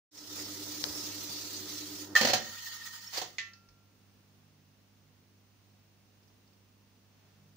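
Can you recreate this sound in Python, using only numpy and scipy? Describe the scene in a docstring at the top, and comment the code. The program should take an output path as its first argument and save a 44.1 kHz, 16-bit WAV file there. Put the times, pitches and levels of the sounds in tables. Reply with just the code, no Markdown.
"""Tape hisses as an open-reel machine winds at speed; the reels fan the air and the spooling motors throb.
A splice ticks past. The stop key snaps, solenoids and levers clatter, each impact exciting damped modes,
and the brakes drag with a thin ring of friction. Slack tape scrapes as the reels halt, a tension arm
clacks home, and only the capstan motor and the transformer hum on in a small room."""
import sys
import numpy as np
from scipy import signal
from scipy.fft import rfft, irfft
from scipy.io import wavfile
from scipy.ndimage import uniform_filter1d

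SR = 44100
rng = np.random.default_rng(int(sys.argv[2]) if len(sys.argv) > 2 else 0)


def store_wav(level_fs):
    """Save 16-bit WAV to argv[1]."""
    pcm = np.round(np.clip(np.atleast_2d(level_fs), -1, 1) * 32767)
    wavfile.write(sys.argv[1], SR, pcm.T.astype(np.int16))


N = 333396
TIME, FREQ = np.arange(N) / SR, np.fft.rfftfreq(N, 1 / SR)
MAINS_HZ = 49.965
SPLICE_S, SLACK_S, POWER_OFF_S = .8406, 2.025, 2.14


def amp(db):
    """Amplitude ratio of a level in decibels."""
    return 10 ** (np.asarray(db) / 20)


def unit(x):
    """Normalisation to rms 1."""
    return x / np.sqrt(np.mean(x ** 2) + 1e-20)


def read(points, hz=FREQ):
    """Interpolation along a logarithmic frequency axis."""
    f, value = np.transpose(points)
    return np.interp(np.log(hz + 1), np.log(f + 1), value)


def curve(rows, column):
    """Amplitude envelope from a column of levels over time."""
    rows = np.asarray(rows)
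    return amp(np.interp(TIME, rows[:, 0], rows[:, column]))


def release(s, fall):
    """Unity until time s, then exponential decay with time constant fall."""
    return np.exp(-np.maximum(TIME - s, 0) / fall)


def swell(s, width):
    """Gaussian pulse of height 1 centred on time s."""
    return np.exp(-((TIME - s) / width) ** 2)


def add(mix, s, sound):
    """Superposition of a sound starting at time s."""
    part = mix[..., round(s * SR):][..., :sound.shape[-1]]
    part += sound[..., :part.shape[-1]]


def drift(cutoff_hz):
    """Low-pass random fluctuation of rms 1."""
    slow = TIME[::32]
    hz = np.fft.rfftfreq(len(slow), slow[1])
    spectrum = rfft(rng.standard_normal(len(slow))) / (1 + (hz / cutoff_hz) ** 4)
    return np.interp(TIME, slow, unit(irfft(spectrum, len(slow))))


# Coherence of the two channels: f/Hz, correlation coefficient
COHERENCE = [(50, 0.3), (250, 0.7), (1000, 0.33), (2000, 0.17), (4000, 0.03), (15000, 0)]
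def noise(gain):
    """Partially coherent noise in two channels, with spectral shape gain; their mean has rms 1."""
    a, b = rfft(rng.standard_normal((2, N)))
    same = read(COHERENCE)
    pair = irfft(np.array([a, same * a + np.sqrt(1 - same ** 2) * b]) * gain, N)
    return pair / pair.mean(0).std()


def uneven_friction(pair, patch_db, lift_db=lambda hz, s: 0):
    """Friction catches at shifting pitches, modulating noise in patches of about 200 Hz by 40 ms."""
    hz, s, spectra = signal.stft(pair, SR, nperseg=512, noverlap=384)
    patches = uniform_filter1d(rng.standard_normal(spectra.shape[1:]), size=3, axis=0)
    patches = unit(uniform_filter1d(patches, size=14, axis=1))
    gain = amp(patch_db * patches + lift_db(hz[:, None], s))
    out = signal.istft(spectra * gain, SR, nperseg=512, noverlap=384)[1][:, :N]
    return out / out.mean(0).std()


# Path of the tape-edge resonance: t/s, f/Hz, gain/dB
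EDGE_PATH = [(.3, 5250, 6), (.6, 5370, 0), (1.05, 5330, 6), (1.2, 5230, -2.5), (1.35, 4570, 5.5),
             (1.55, 4370, 5), (2.0, 4570, 1)]
def edge_resonance(hz, s, width_hz=260):
    """The tape edge sings against a guide: a wandering resonance, as gain in dB over pitch and time."""
    at, centre, lift = np.transpose(EDGE_PATH)
    return np.interp(s, at, lift) / (1 + ((hz - np.interp(s, at, centre)) / width_hz) ** 2)


# Envelopes of the winding: t/s, relative hiss level/dB, relative rush level/dB
WINDING_LEVELS = [(0.4, -45, -56.5), (0.492, -46.5, -59.5), (0.8, -45.5, -60), (0.872, -44, -57.5),
                  (1.584, -46, -61), (1.878, -47, -62), (2.0, -47, -60.5)]
# Spectrum of tape on the guides: f/Hz, relative level/dB
HISS_SPECTRUM = [(650, -38.5), (1100, -18.5), (1270, -7.5), (1590, -20), (1850, -8), (2260, -13),
                 (3090, -7.5), (3940, -2.5), (5380, -0.5), (6570, -1), (8290, -12), (10900, -14),
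                 (13700, -13.5), (14900, -1), (15600, -12)]
# Spectrum of air and bearings: f/Hz, relative level/dB
RUSH_SPECTRUM = [(25, -39.5), (55, -14.5), (100, -10), (150, -4.5), (230, -3), (300, -7.5), (380, -8.5),
                 (520, -5), (760, -10.5), (950, -6), (1100, -13.5), (1270, -9), (1900, -16.5), (3000, -44)]
def winding(reel_hz=11.2, sway_db=.5, spoke_db=.97, flutter_db=.13, wander_db=.68, gust_db=1.33):
    """Friction noise of tape, amplitude-modulated by the three-spoked reels, which also stir the air."""
    angle = 2 * np.pi * np.cumsum(reel_hz * (1 + .0294 * drift(2))) / SR
    sway = sway_db * (np.cos(angle) + np.cos(2 * angle)) + spoke_db * np.cos(3 * angle)
    tape = uneven_friction(noise(amp(read(HISS_SPECTRUM))), patch_db=2.5, lift_db=edge_resonance)
    tension = .15 + .83 * release(SLACK_S, .034)
    modulation = amp(1.5 + sway + flutter_db * drift(59.8) + wander_db * drift(10))
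    hiss = tape * curve(WINDING_LEVELS, 1) * tension * modulation
    stir_db = 5 * (TIME > SPLICE_S) * release(SPLICE_S, .12)  # the splice briefly stirs the reels
    air = noise(amp(read(RUSH_SPECTRUM)))
    rush = air * curve(WINDING_LEVELS, 2) * amp(2.5 + stir_db + gust_db * drift(22))
    return (hiss + rush) * release(POWER_OFF_S, .037)


# Motor load, heard in the sixth harmonic: t/s, level/dB
MOTOR_LOAD = [(.4, -52), (.95, -51), (1.3, -55.5), (1.55, -56), (1.85, -50), (2.14, -51.5)]
# Other mains harmonics: harmonic number, level/dB
MOTOR_HARMONICS = [(2, -65.5), (4, -66.5), (8, -70.5), (10, -69.5)]
def spooling_motors(beat_hz=10.58, beat_peak_s=.418, depth=.7, whirr_db=-62, whirr_hz=378):
    """Mains harmonics; the sixth beats as the rotor slips against the field, until the power is cut."""
    mains = 2 * np.pi * MAINS_HZ * TIME
    beat = 1 + depth * np.cos(2 * np.pi * beat_hz * (TIME - beat_peak_s))
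    throb = curve(MOTOR_LOAD, 1) * beat * np.sin(6 * mains + .15 * drift(25))
    hum = sum(amp(db + 1.4 * drift(5)) * np.sin(order * mains) for order, db in MOTOR_HARMONICS)
    whirr = amp(whirr_db) * noise(1 / (1 + ((FREQ - whirr_hz) / 22) ** 2))
    return np.sqrt(2) * (throb + hum + whirr) * release(POWER_OFF_S, .019)


# Partials of the capstan motor: f/Hz, relative level/dB, modulation depth
CAPSTAN_PARTIALS = [(46.4, -89, 0.3), (151, -77.5, .7), (198, -73.5, .3), (251, -77.5, .3),
                    (290, -84.5, 0.63), (343, -87.5, 0.38), (437, -91, .3)]
# Swells of the low hum: t/s, width/s, gain/dB
CAPSTAN_SWELLS = [(4.48, 0.096, 9), (5.07, .06, 7.5), (7.52, .15, 15)]
def capstan_motor(trim_db=-2, swell_hz=150, swell_width_hz=45):
    """Partials sound throughout with random amplitude and phase modulation; the low ones swell."""
    lift_db = sum(db * swell(s, width) for s, width, db in CAPSTAN_SWELLS)
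    out = np.zeros(N)
    for hz, db, depth in CAPSTAN_PARTIALS:
        waver = 1 + depth * (drift(2.5) + 1j * drift(3.1))
        tone = unit((waver * np.exp(2j * np.pi * hz * TIME)).imag)
        out += tone * amp(trim_db + db + lift_db / (1 + ((hz - swell_hz) / swell_width_hz) ** 2))
    return out


def transformer(level_db=-68):
    """A transformer vibrates at twice the mains frequency."""
    return np.sqrt(2) * amp(level_db + .7 * drift(3)) * np.sin(2 * np.pi * 2 * MAINS_HZ * TIME)


# Spectrum of the background: f/Hz, relative level/dB
AMBIENT_SPECTRUM = [(20, -22.5), (50, -10.5), (100, -8.5), (200, -7.5), (550, -16), (1800, -21.5),
                    (2450, -21.5), (2720, -19), (3000, -22), (6200, -22.5), (8100, -33), (8900, -29.5),
                    (13200, -37), (15100, -21)]
def ambient_noise(level_db=-67.5):
    """Nearly stationary broadband noise, strongest in the bass."""
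    return amp(level_db + .3 * drift(2.01)) * noise(amp(read(AMBIENT_SPECTRUM)))


# Spectrum of the splice tick: f/Hz, relative level/dB
SPLICE_SPECTRUM = [(500, -31), (1200, 1), (3000, -13), (4700, 10), (6500, -3), (8500, -35), (15000, -28)]
def splice(left_db=-17.5, right_lower_db=20, decay_s=.001):
    """A passing splice gives one dry transient; a level difference places it on the left."""
    t = TIME[:SR // 50]
    tick = noise(amp(read(SPLICE_SPECTRUM)))[:, :len(t)] * np.exp(-t / decay_s)
    out = np.zeros((2, N))
    add(out, SPLICE_S, tick * amp([[left_db], [left_db - right_lower_db]]))
    return out


# Soft low bumps: t/s, duration/s, f/Hz, peak level/dB
LOW_BUMPS = [(.885, 0.049, 74, -52), (2.2, 0.07, 159.6, -41.5), (2.23, .07, 48, -55),
             (2.243, .026, 258, -31), (3.66, .11, 52.1, -64)]
# Stick-slip squeaks: t/s, duration/s, f/Hz, peak level/dB
STICK_SLIP = [(2.1513, .009, 1840, -16), (2.1585, .0135, 1848, -7), (2.662, .023, 1835, -39),
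              (2.805, .032, 1836, -44.5), (2.836, .014, 5210, -42), (2.862, .023, 1875, -42.5),
              (3.066, .023, 5470, -41), (3.166, .025, 4750, -34)]
def tone_bursts(rows, wobble):
    """Windowed tones with random frequency modulation of relative depth wobble."""
    out, unsteady = np.zeros(N), 1 + wobble * drift(303)
    for s, length, hz, db in rows:
        t = TIME[:round(length * SR)]
        cycles = hz * np.cumsum(unsteady[round(s * SR):][:len(t)]) / SR
        window = np.sin(np.pi * t / length) ** 1.5
        add(out, s, amp(db) * window * np.sin(2 * np.pi * cycles))
    return out


# Impacts of levers and reels: t/s, crack level/dB, thud level/dB, panel level/dB, panel f/Hz
IMPACTS = [(2.152, -25.5, -39.5, -29.5, 1265), (2.2104, -22, -30, -24.5, 228.4),
           (2.230, -30, -35, -29, 490), (2.2485, -24, -30, -23, 596), (2.3332, -20, -28.5, -21.5, 745),
           (2.348, -45, -38.5, -33.5, 229), (3.175, -37, -39, -41, 520), (3.2155, -34, -37.5, -42, 740)]
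# Spectrum of ringing metal: f/Hz, relative level/dB
METAL_SPECTRUM = [(100, -46), (350, -22.5), (750, -7), (1200, -12.5), (1900, -6), (2500, -11.5), (3100, -7),
                  (3800, -10), (4400, -2.5), (5000, -7), (6700, -9), (8600, -25), (13000, -27.5),
                  (15200, -15)]
# Spectrum of the cabinet: f/Hz, relative level/dB
CABINET_SPECTRUM = [(25, -26.5), (60, -14), (130, -5.5), (250, -11), (450, 5.5), (800, 3), (1200, -16.5),
                    (2500, -47)]
def knocks(rise_s=.0011, crack_decay_s=.012, thud_t60=.0633, cabinet_width=.42):
    """Impacts excite dense metal modes and a damped thud: one panel mode amid the cabinet's many."""
    out, t = np.zeros((2, N)), TIME[:SR // 4]
    metal, body = noise(amp(read(METAL_SPECTRUM))), noise(amp(read(CABINET_SPECTRUM)))
    cabinet = body.mean(0) + cabinet_width * (body - body.mean(0))
    onset, damping = 1 - np.exp(-t / rise_s), 1000 ** (-t / thud_t60)
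    for s, crack_db, thud_db, panel_db, hz in IMPACTS + rattle():
        now = slice(round(s * SR), round(s * SR) + len(t))
        crack = amp(crack_db) * np.exp(-t / crack_decay_s) * metal[:, now]
        thud = amp(thud_db) * cabinet[:, now] + amp(panel_db) * np.sin(2 * np.pi * hz * t)
        add(out, s, (crack + thud * damping) * onset)
    return out


# Strokes of sliding levers and slack tape: t/s, peak level/dB, rise time/s
SCRAPE_STROKES = [(2.160, -31, 0.014), (3.125, -41.5, 0.025), (3.171, -42, 0.0075)]
def scrapes(tape_db=-5):
    """Sliding friction swells and dies, mixing metal ringing with tape hiss."""
    envelope = np.zeros(N)
    for s, db, rise in SCRAPE_STROKES:
        age = TIME[:SR // 2] / rise
        add(envelope, s, amp(db) * age * np.exp(1 - age))
    metal, tape = noise(amp(read(METAL_SPECTRUM))), noise(amp(read(HISS_SPECTRUM)))
    return envelope * (metal + amp(tape_db) * tape)


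# Modes of the stop linkage, brake lever and tension arm: f/Hz, relative level/dB, T60/s
LINKAGE_MODES = [(1212, -14.5, .35), (1421, -6, 0.11), (1813, 0, 0.23), (1850, -8, 0.16),
                 (2540, -14.5, 0.27), (3116, -10, 0.36), (3130, -14.5, 0.24), (4070, -11.5, 0.18),
                 (4360, -19.5, 0.32)]
LEVER_MODES = [(514, -2.5, 0.43), (762, 0, 0.47), (1350, 1, 0.1545), (1810, 4, 0.28), (3020, -5, 0.43),
               (4040, -9, .35), (5000, -4, .15), (6600, -9, 0.18)]
ARM_MODES = [(1140, -28.5, .24), (1370, -33, 1.4), (1805, -10.5, 0.34), (2007, -3.5, 0.15),
             (2320, -21, 0.24), (2635, -26, 0.52), (2830, -22.5, 0.37), (3079, -29, 0.46),
             (4000, -28, 0.22), (6126, -32, .35), (6670, -18.5, 0.14)]
def steel_strike(s, modes, ring_db, crack_db, crack_decay_s, contact_s=.000512):
    """Steel hits its stop: a bright crack, then free vibration of damped modes."""
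    out, t = np.zeros((2, N)), TIME[:SR]
    contact = 1 - np.exp(-(t / contact_s) ** 2)
    for hz, db, t60 in modes:
        phase = np.array([[0], [rng.uniform(-.55, 1)]])  # each side receives the mode in its own phase
        envelope = amp(ring_db + db) * contact * 1000 ** (-t / t60)
        add(out, s, envelope * np.sin(2 * np.pi * hz * t + phase))
    bright = amp(read([(300, -50.5), (1200, -24.5), (1800, 8), (4000, 4), (6800, -2.5),
                       (9000, -28), (15000, -34)]))  # f/Hz, relative level/dB
    add(out, s, amp(crack_db) * np.exp(-t / crack_decay_s) * noise(bright)[:, :len(t)])
    return out


def rattle(start_s=2.271, gap_s=.0145, restitution=.69, crack_db=-28, loss_db=3,
           thud_db=-37, panel_db=-30.5, panel_hz=644):
    """Inelastic bounces of a lever, as impact rows: each is sooner and cracks less, over an equal thud."""
    bounces = []
    for k in range(4):
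        s = start_s + gap_s * np.sum(restitution ** np.arange(k))
        hz = panel_hz * (1 + .1 * rng.uniform(-.961, 1))
        bounces.append((s, crack_db - loss_db * k, thud_db, panel_db, hz))
    return bounces


# Resonances of the brake bands: f/Hz, half-width/Hz, relative level/dB
BRAKE_RESONANCES = [(960, 48, -15), (1330, 33, -16), (1851, 38, -0.5), (3072, 39, -7), (4330, 100, -10),
                    (4600, 60, -9), (6537, 86, -13)]
# Spectrum of the slowing tape: f/Hz, relative level/dB
SLIDE_SPECTRUM = [(290, -51.5), (500, -25.5), (770, -28.5), (929, -12.5), (1070, -30), (1220, -6.5),
                  (1680, -16.5), (1850, -4.5), (2330, -20), (2980, -12), (4400, -8.5), (6770, -9.5),
                  (8400, -21.5), (13500, -21.5), (15600, -8)]
# The brakes grab and tug the tape: t/s, gain of the tape hiss/dB
BRAKE_GRABS = [(2.678, 5), (2.741, 5), (2.869, 6.5), (2.955, 4.5)]
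def brakes(on_s=2.44, off_s=3.2, ring_db=-51.5, slide_db=-44, sag_db_per_s=9.5):
    """Friction on the drums drives the bands' resonances while the tape slows; each grab lifts both."""
    since = TIME - on_s
    bite = np.exp(np.minimum(since, 0) / .16)
    sag_db = sag_db_per_s * np.maximum(since, 0)
    grab_db = sum(db * swell(s, .02) for s, db in BRAKE_GRABS)
    power = sum(amp(db) ** 2 / (1 + ((FREQ - hz) / width) ** 2) ** 2
                for hz, width, db in BRAKE_RESONANCES)
    ring = noise(np.sqrt(power)) * amp(ring_db - sag_db + .2 * grab_db + 1.5 * drift(25))
    tape = uneven_friction(noise(amp(read(SLIDE_SPECTRUM))), patch_db=3)
    tape *= amp(slide_db - sag_db + grab_db + drift(50))
    return bite * (ring * release(off_s, .075) + tape * release(off_s, .15))


# Contacts as reels and guides settle: t/s, relative level/dB
SETTLING = [(3.534, -48.5), (3.687, -58.5), (6.230, -70), (6.279, -69), (6.475, -67), (6.530, -67)]
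# Spectrum of a contact: f/Hz, relative level/dB
TICK_SPECTRUM = [(500, -30), (1900, -2), (3200, -15), (4900, 6), (6200, -1), (8000, -35), (15000, -42)]
def settling_ticks(rise_s=.0008, decay_s=.006):
    """Impacts of small parts, too light to excite the cabinet."""
    envelope, t = np.zeros(N), TIME[:SR // 8]
    for s, db in SETTLING:
        add(envelope, s, amp(db) * np.exp(-t / decay_s) * (1 - np.exp(-t / rise_s)))
    return envelope * noise(amp(read(TICK_SPECTRUM)))


def rustle(at_s=7.25, width_s=.16, peak_db=-75, low_hz=300, high_hz=6500):
    """Band-limited noise under a Gaussian envelope: one faint rustle in the room."""
    attenuation = (1 + (low_hz / (FREQ + 1)) ** 4) * (1 + (FREQ / high_hz) ** 10) * (1 + FREQ / 900)
    return amp(peak_db) * swell(at_s, width_s) * noise(1 / np.sqrt(attenuation))


# Reverberation time of the room: f/Hz, T60/s
ROOM_T60 = [(150, 0.68), (600, 0.28), (2000, 0.3), (6000, 0.28), (14000, 0.11)]
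def reverberation(pair, first_echo_s=.004):
    """Convolution with sparse, partially coherent reflections; each band decays at its own rate."""
    size = SR // 2
    taps = rng.choice([-1., 1.], (2, size)) * (rng.random((2, size)) < .1) * (TIME[:size] > first_echo_s)
    hz, t, (a, b) = signal.stft(taps, SR, nperseg=256)
    same = read(COHERENCE, hz)[:, None]
    spectra = np.array([a, same * a + np.sqrt(1 - same ** 2) * b])
    tail = signal.istft(spectra * 1000. ** (-t / read(ROOM_T60, hz)[:, None]), SR)[1]
    return signal.fftconvolve(pair, tail / np.linalg.norm(tail[0]), axes=1)[:, :N]


# Balance of the running deck, the impacts and the background: f/Hz, left minus right level/dB
DECK_BALANCE = [(60, 0), (92, -3), (140, -3.5), (210, -0.5), (330, -1.0), (500, -3.5), (770, -1.0),
                (1170, -1), (1790, -1.5), (2740, -0.5), (4190, 0.5), (6410, -4.5), (9810, -20),
                (15000, -13.5)]
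IMPACT_BALANCE = [(60, -2.5), (120, -3), (240, 1.5), (480, -1.5), (950, -1), (1890, -2.5), (3770, 0.5),
                  (7520, -10), (15000, -16)]
AMBIENT_BALANCE = [(60, -7.5), (130, -3.5), (290, -1.5), (640, -1), (1410, -1), (3100, -0.5), (6820, -2.0),
                   (15000, -3.5)]
def pan(pair, balance):
    """Constant-power panning, frequency by frequency."""
    lean = amp(np.outer([.5, -.5], read(balance)))
    return irfft(rfft(pair) * lean / np.sqrt(np.mean(lean ** 2, axis=0)), N)


def scene():
    """Superposition of the running deck, its impacts with their reflections, and the quiet room."""
    clatter = knocks() + scrapes() + settling_ticks()
    clatter += steel_strike(2.3338, LEVER_MODES, ring_db=-46.5, crack_db=-34, crack_decay_s=.013)
    linkage = steel_strike(2.1625, LINKAGE_MODES, ring_db=-20.5, crack_db=-26, crack_decay_s=.009)
    arm = steel_strike(3.3836, ARM_MODES, ring_db=-28.5, crack_db=-35.5, crack_decay_s=.015)
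    squeaks = tone_bursts(STICK_SLIP, wobble=.012)
    echoes = reverberation(amp(-6) * clatter + amp(-15) * linkage + amp(-5.5) * arm + amp(-13.5) * squeaks)
    hits = clatter + linkage + arm + squeaks + echoes + tone_bursts(LOW_BUMPS, wobble=.046)
    running = winding() + spooling_motors() + brakes() + capstan_motor() + transformer()
    ambient = ambient_noise() + rustle()
    return pan(running, DECK_BALANCE) + pan(hits, IMPACT_BALANCE) + pan(ambient, AMBIENT_BALANCE) + splice()


def record(dry, start_s=.11, open_s=.044, climb_db_per_s=54.5, cutoff_hz=15650):
    """A fade opens quickly and climbs to full level; a low-pass filter limits the bandwidth."""
    since = TIME - start_s
    fade = np.clip(since / open_s, 0, 1) * amp(np.minimum(-15 + climb_db_per_s * since, 0))
    lowpass = signal.firwin(511, cutoff_hz, window=("kaiser", 9), fs=SR)
    return signal.oaconvolve(dry * fade, lowpass[None], "same")


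dry = scene()
out = record(dry)
store_wav(out)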